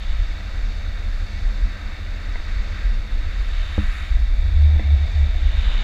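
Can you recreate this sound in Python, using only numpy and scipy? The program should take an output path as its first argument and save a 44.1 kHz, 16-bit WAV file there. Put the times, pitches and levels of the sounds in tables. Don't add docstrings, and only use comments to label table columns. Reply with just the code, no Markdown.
import sys
import numpy as np
from scipy import signal
from scipy.fft import rfft, irfft, next_fast_len
from scipy.io import wavfile
from scipy.ndimage import uniform_filter1d, map_coordinates

SR = 44100
rng = np.random.default_rng(int(sys.argv[2]) if len(sys.argv) > 2 else 0)


def materialize(psi):
    bounded = np.clip(np.atleast_2d(psi).T, -1, 1)
    quanta = np.round(bounded * 32767).astype(np.int16)
    wavfile.write(sys.argv[1], SR, quanta)


N = 257103
CUTOFF_HZ = 15000

# time in seconds, relative level in dB.
POLE_SHAKE = [(0, -54), (.55, -47.5), (1.35, -50), (1.6, -46), (1.95, -50.5), (2.3, -47.5), (3.2, -48),
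              (3.55, -51.5), (4.1, -54), (4.5, -47.5), (4.9, -47.5), (5.83, -48)]
# time in seconds, relative level in dB.
ROAD_COARSENESS = [(0, -46), (.12, -43.5), (.6, -43.5), (1.6, -44), (1.8, -41.5), (2.0, -44), (2.55, -41),
                   (2.66, -43), (2.78, -39.5), (3.03, -45.5), (3.3, -41.5), (3.55, -43), (4.0, -37.5),
                   (4.2, -46), (4.45, -44.5), (5.4, -42.5), (5.75, -39.5)]
# time in seconds, share from 0 to 1.
EDGE_LEAN = [(0, 0.27), (3.1, 0), (3.8, 0), (4.03, 0.44), (4.2, 0.47), (4.7, 0.86), (5.2, 0.84), (5.5, 0.6),
             (5.83, 0.8)]
# time in seconds, sizzle level in dB.
CASE_SIZZLE = [(0, -52), (.72, -51), (.87, -53), (1.35, -51), (2.05, -53.3), (2.5, -51), (2.8, -51.3),
               (3.04, -54), (3.55, -51), (4.3, -53.5), (4.95, -53.5), (5.13, -50.5), (5.35, -53),
               (5.83, -51.5)]
# frequency in Hz, nominal width in Hz, relative level in dB.
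POLE_BANDS = [(163, 22, -13.5), (203.7, 16.5, 0.5), (262, 73, -15), (304.3, 27.6, -8), (452, 240, -17.5)]
# frequency in Hz, nominal width in Hz, relative level in dB.
DECK_BANDS = [(557, 210, 2.5), (605, 340, 0.5), (954, 210, -1)]
# frequency in Hz, nominal width in Hz, relative level in dB.
TREAD_BANDS = [(1276, 267, -0.5), (1572, 158, 2.4)]
# frequency in Hz, nominal width in Hz, relative level in dB.
WHEEL_BANDS = [(1785, 88, 2.5), (1943, 110, 3), (2194, 184, 1), (2470, 380, -5.5), (2693, 110, -5.5)]
# frequency in Hz, nominal width in Hz, relative level in dB.
EDGE_BANDS = [(689, 135, -1), (2280, 140, -1), (3635, 260, -2)]
# frequency in Hz, nominal width in Hz, relative level in dB.
CASE_BANDS = [(3595, 350, -2.5), (3800, 140, -0.5)]
# frequency in Hz, nominal width in Hz, relative level in dB.
CASE_HIGH_BANDS = [(4290, 300, 2), (4560, 540, 1.5), (5460, 340, -5), (6160, 360, -7), (6490, 260, -8),
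                   (7100, 440, -10.5), (7660, 320, -12)]

# time in seconds, relative strength in dB.
SIDE_DRAG = [(0.05, -53), (0.56, -60), (2.25, -60), (2.75, -56), (3.02, -60.5), (3.5, -54), (3.62, -49),
             (3.99, -54), (4.04, -52), (4.31, -66), (4.63, -60), (5.27, -57.5), (5.73, -44), (5.78, -44.5)]
# frequency in Hz, relative level per Hz in dB.
SCRUB_SPECTRUM = [(700, -13), (1300, -3), (2400, -3.5), (3000, 1.5), (3350, -3.5), (3650, 7.5), (3850, 3),
                  (4050, -5.5), (5200, -25), (7200, -20), (8200, -47)]
# middle in seconds, length in seconds, peak hiss level in dB.
WHEEL_SLIDES = [(1.2, .3, -71), (3.6, 0.51, -67), (3.92, 0.24, -59), (5.63, 0.24, -66)]
# frequency in Hz, relative level per Hz in dB.
SKID_SPECTRUM = [(4500, -14.5), (6400, 3), (7100, 10), (7800, 4.5), (8250, -8), (8850, 4), (9500, 0),
                 (10400, 0.5), (11000, -8), (11800, -4), (14300, -8), (15500, -11.5)]

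# time in seconds, strength in dB.
STONE_HITS = [(2.357, -1), (4.7951, -2)]
# frequency in Hz, relative level in dB, 60 dB decay in seconds.
STONE_RING = [(570, -43, 0.041), (704, -31, 0.033), (960, -32.5, 0.04), (1850, -31.5, .03),
              (2020, -25, 0.033), (2670, -42, 0.0088)]
# time in seconds, strength in dB, contact cut-off in Hz.
POLE_KNOCKS = [(3.78, 1, 990), (4.76, -11, 650.5), (4.7965, -9.5, 2400)]
# frequency in Hz, relative level in dB, 60 dB decay in seconds.
KNOCK_RING = [(75, -8, 0.15), (205, -19.5, 0.2), (301, -21.5, 0.11), (501, -16, 0.021), (810, -25.5, 0.028)]

# time in seconds, relative level in dB.
STEADY_AIRFLOW = [(0, -23.5), (1.4, -26), (2, -27.5), (3.9, -22.5), (4.6, -26.5), (5.83, -17.5)]
# middle in seconds, length in seconds, relative peak level in dB.
CASE_GUSTS = [(.12, 0.031, -15.5), (.21, 0.038, -18.5), (.31, 0.051, -25.5), (.67, 0.067, -24.5),
              (1.47, 0.051, -16.5), (1.635, 0.045, -16.5), (2.58, 0.054, -19), (2.89, .09, -17.5),
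              (3.17, 0.067, -21), (3.29, 0.041, -23), (3.44, .09, -23), (3.585, 0.034, -16.5),
              (3.87, 0.059, -17.5), (4.145, 0.032, -12.5), (4.24, .04, -26), (4.35, 0.17, -16.5),
              (4.54, 0.075, -18.5), (4.79, 0.045, -17.5), (5.46, 0.051, -17), (5.71, 0.038, -16.5)]
LULL_TIMES = [0.02, .75, .82, 1.29, 1.39, 1.79, 1.97, 2.44, 2.79, 3.09, 3.68, 3.96, 4.06, 4.86, 5.4]
LULL_S, LULL_DB = 0.044, -8
# time in seconds, relative level in dB.
DRONE_SWELL = [(0, -35), (3.1, -34), (3.39, -29.5), (3.7, -32), (4.08, -33), (4.24, -16.5), (4.36, -38),
               (4.44, -22), (4.64, -10), (4.85, -18), (4.94, -9), (5.08, -29), (5.16, -12), (5.26, -15.5),
               (5.33, -27), (5.55, -23), (5.83, -35)]
# time in seconds, rate in Hz.
SHEDDING_RATE = [(0, 74.6), (1.0, 77), (2.0, 77.9), (3.8, 74.48), (4.2, 61.82), (4.45, 70.38), (4.6, 75.8),
                 (4.95, 74.4), (5.25, 70.7), (5.5, 65.2), (5.83, 64.96)]
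# frequency in Hz, relative level per Hz in dB.
SWIRL_SPECTRUM = [(40, -17), (70, -6.5), (95, -1), (120, -13), (150, -16), (250, -43), (600, -68)]
# frequency in Hz, relative level per Hz in dB.
RUSH_SPECTRUM = [(2500, -3), (7000, 6), (8200, 7), (8800, 9), (9700, 3.5), (11000, 2.5), (12000, 4.5),
                 (14200, 4), (15200, -13)]


def rolling(turn_hz=55, throb=0.034, patchy_db=0.39, growl_lean_db=-3.5, edge_lean_db=12.5,
            deck_follow=0.39):
    shake_db, = in_time(POLE_SHAKE)
    road_db, = in_time(ROAD_COARSENESS)
    lean, = in_time(EDGE_LEAN)
    sizzle_db, = in_time(CASE_SIZZLE)
    coarse_db = road_db - np.mean(road_db) + patchy_db * flutter(rate_hz=11)
    deck_db = -52.5 + deck_follow * (shake_db - np.mean(shake_db))

    pole = from_db(shake_db + 2.0) * rolled(POLE_BANDS)
    deck = from_db(deck_db) * rolled(DECK_BANDS)
    wheels = from_db(-45.0 + coarse_db) * rolled(WHEEL_BANDS)
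    tread = from_db(-46.5 + coarse_db + growl_lean_db * lean) * rolled(TREAD_BANDS)
    edges = from_db(-55.0 + edge_lean_db * lean) * rolled(EDGE_BANDS)
    case = from_db(-53.0) * rolled(CASE_BANDS) + from_db(sizzle_db) * rolled(CASE_HIGH_BANDS)
    contact = 1 + throb * rms_one(resonate(rng.standard_normal(N), turn_hz, 35))
    return pole + contact * (deck + wheels + tread + edges + case)


def carving(scrub_db=-50.0, bite=1.08, deck_db=-58.5, deck_follow=0.85):
    drag_db, = in_time(SIDE_DRAG)
    effort_db = drag_db - np.mean(drag_db)
    scrub = from_db(scrub_db + bite * effort_db) * colour(grit(), SCRUB_SPECTRUM)
    deck = from_db(deck_db + deck_follow * effort_db) * rolled(DECK_BANDS)
    skid = np.sqrt(swells(WHEEL_SLIDES)) * colour(grit(), SKID_SPECTRUM)
    return scrub + deck + skid


def stones(contact_hz=3500):
    ticks = sum(click(s, db) for s, db in STONE_HITS)
    return struck(soften(ticks, contact_hz), STONE_RING)


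def knocks():
    blows = sum(soften(click(s, db), cut_hz) for s, db, cut_hz in POLE_KNOCKS)
    return struck(blows, KNOCK_RING)


def wind(buffet_hz=35, top_hz=112, swirl_db=-42, swirl_follow=0.089, unrest_db=3.5,
         drone_gain_db=-0.2, drone_waver_db=3.5):
    flow_db, = in_time(STEADY_AIRFLOW)
    drone_db, = in_time(DRONE_SWELL)
    shed_hz, = in_time(SHEDDING_RATE)

    lull_db = LULL_DB * swells([(s, LULL_S, 0) for s in LULL_TIMES])
    unrest = unrest_db * np.minimum(flutter(rate_hz=15), 1)
    steady_power = from_db(flow_db + lull_db + unrest) ** 2
    buffet_db = 10 * np.log10(steady_power + swells(CASE_GUSTS))
    buffet = from_db(buffet_db + 1.26) * eddies(buffet_hz, width=36.5, even_s=0.067)

    waver = 1 - from_db(drone_db - np.max(drone_db))
    loose = waver ** 2
    loose_vortices = np.sqrt(loose) * eddies(shed_hz, width=24.5, even_s=0.085)
    locked_vortices = np.sqrt(1 - loose) * eddies(shed_hz, width=11.8, even_s=0.06)
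    drone_level_db = drone_db + drone_gain_db + drone_waver_db * waver * flutter(rate_hz=25)
    drone = from_db(drone_level_db) * (loose_vortices + locked_vortices)

    bass = signal.butter(3, top_hz, fs=SR, output="sos")
    rumble = signal.sosfiltfilt(bass, buffet + drone)
    swirl_level_db = swirl_db + swirl_follow * (buffet_db - np.mean(buffet_db))
    swirl = from_db(swirl_level_db) * colour(rng.standard_normal(N), SWIRL_SPECTRUM)
    rush = from_db(-67.5) * colour(rng.standard_normal(N), RUSH_SPECTRUM)
    return rumble + swirl + rush


def grit(per_s=14000, spread_db=4.0):
    size_db = spread_db * np.minimum(rng.exponential(1, N), 5)
    sizes = from_db(size_db) * rng.choice([-1, 1], N)
    return sizes * (rng.random(N) < per_s / SR)


def rolled(bands):
    return rms_one(sum(from_db(db) * resonate(grit(), hz, width) for hz, width, db in bands))


def resonate(x, hz, width):
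    r = np.exp(-np.pi * width * np.sqrt(2) / SR)
    b = (1 - r * r) / 2 * np.array([1, 0, -1])
    a = [1, -2 * r * np.cos(2 * np.pi * hz / SR), r * r]
    return signal.lfilter(b, a, signal.lfilter(b, a, x))


def click(s, db):
    return from_db(db) * signal.unit_impulse(N, round(s * SR))


def soften(x, cut_hz):
    r = np.exp(-2 * np.pi * cut_hz / SR)
    return signal.lfilter([(1 - r) ** 2], [1, -2 * r, r * r], x + 1e-18)


def struck(blows, modes):
    return sum(from_db(db) * ring(blows, hz, t60) for hz, db, t60 in modes)


def ring(clicks, hz, t60):
    r = np.exp(-np.log(1000) / (t60 * SR))
    w = 2 * np.pi * hz / SR
    return signal.lfilter([0, np.sin(w)], [1, -2 * r * np.cos(w), r * r], clicks + 1e-18)


def eddies(hz, width, even_s):
    size = next_fast_len(N)
    offset_hz = np.fft.fftfreq(size, 1 / SR)
    chance = rng.standard_normal(size) + 1j * rng.standard_normal(size)
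    swing = np.fft.ifft(chance / (1 + (2 * offset_hz / width) ** 2) ** 2)[:N]
    power = uniform_filter1d(np.abs(swing) ** 2, max(int(even_s * SR), 1))
    phase = 2 * np.pi * np.cumsum(hz * np.ones(N)) / SR
    return np.sqrt(2 / power) * np.real(swing * np.exp(1j * phase))


def colour(x, spectrum):
    size = next_fast_len(N)
    hz, db = np.transpose(spectrum)
    bins = np.maximum(np.arange(size // 2 + 1) * SR / size, 1)
    gain = from_db(np.interp(np.log(bins), np.log(hz), db))
    return rms_one(irfft(rfft(x, size) * gain, size)[:N])


def swells(rows):
    t = np.arange(N) / SR
    return sum(from_db(db) ** 2 * .5 ** ((2 * (t - s) / length) ** 2) for s, length, db in rows)


def flutter(rate_hz):
    knots = rng.standard_normal(N // 100)
    return rms_one(map_coordinates(knots, [np.arange(N) / SR * rate_hz], order=2, mode="wrap"))


def in_time(rows):
    s, *columns = np.transpose(rows)
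    return [np.interp(np.arange(N) / SR, s, c) for c in columns]


def from_db(db):
    return 10 ** (np.asarray(db) / 20)


def rms_one(x):
    return x / np.sqrt(np.mean(x ** 2) + 1e-20)


def scene():
    board = rolling() + carving() + stones()
    return (board + knocks() + wind())[None]


def record(dry):
    low_pass = signal.ellip(10, .1, 80, CUTOFF_HZ, fs=SR, output="sos")
    return signal.sosfilt(low_pass, dry)


dry = scene()
out = record(dry)
materialize(out)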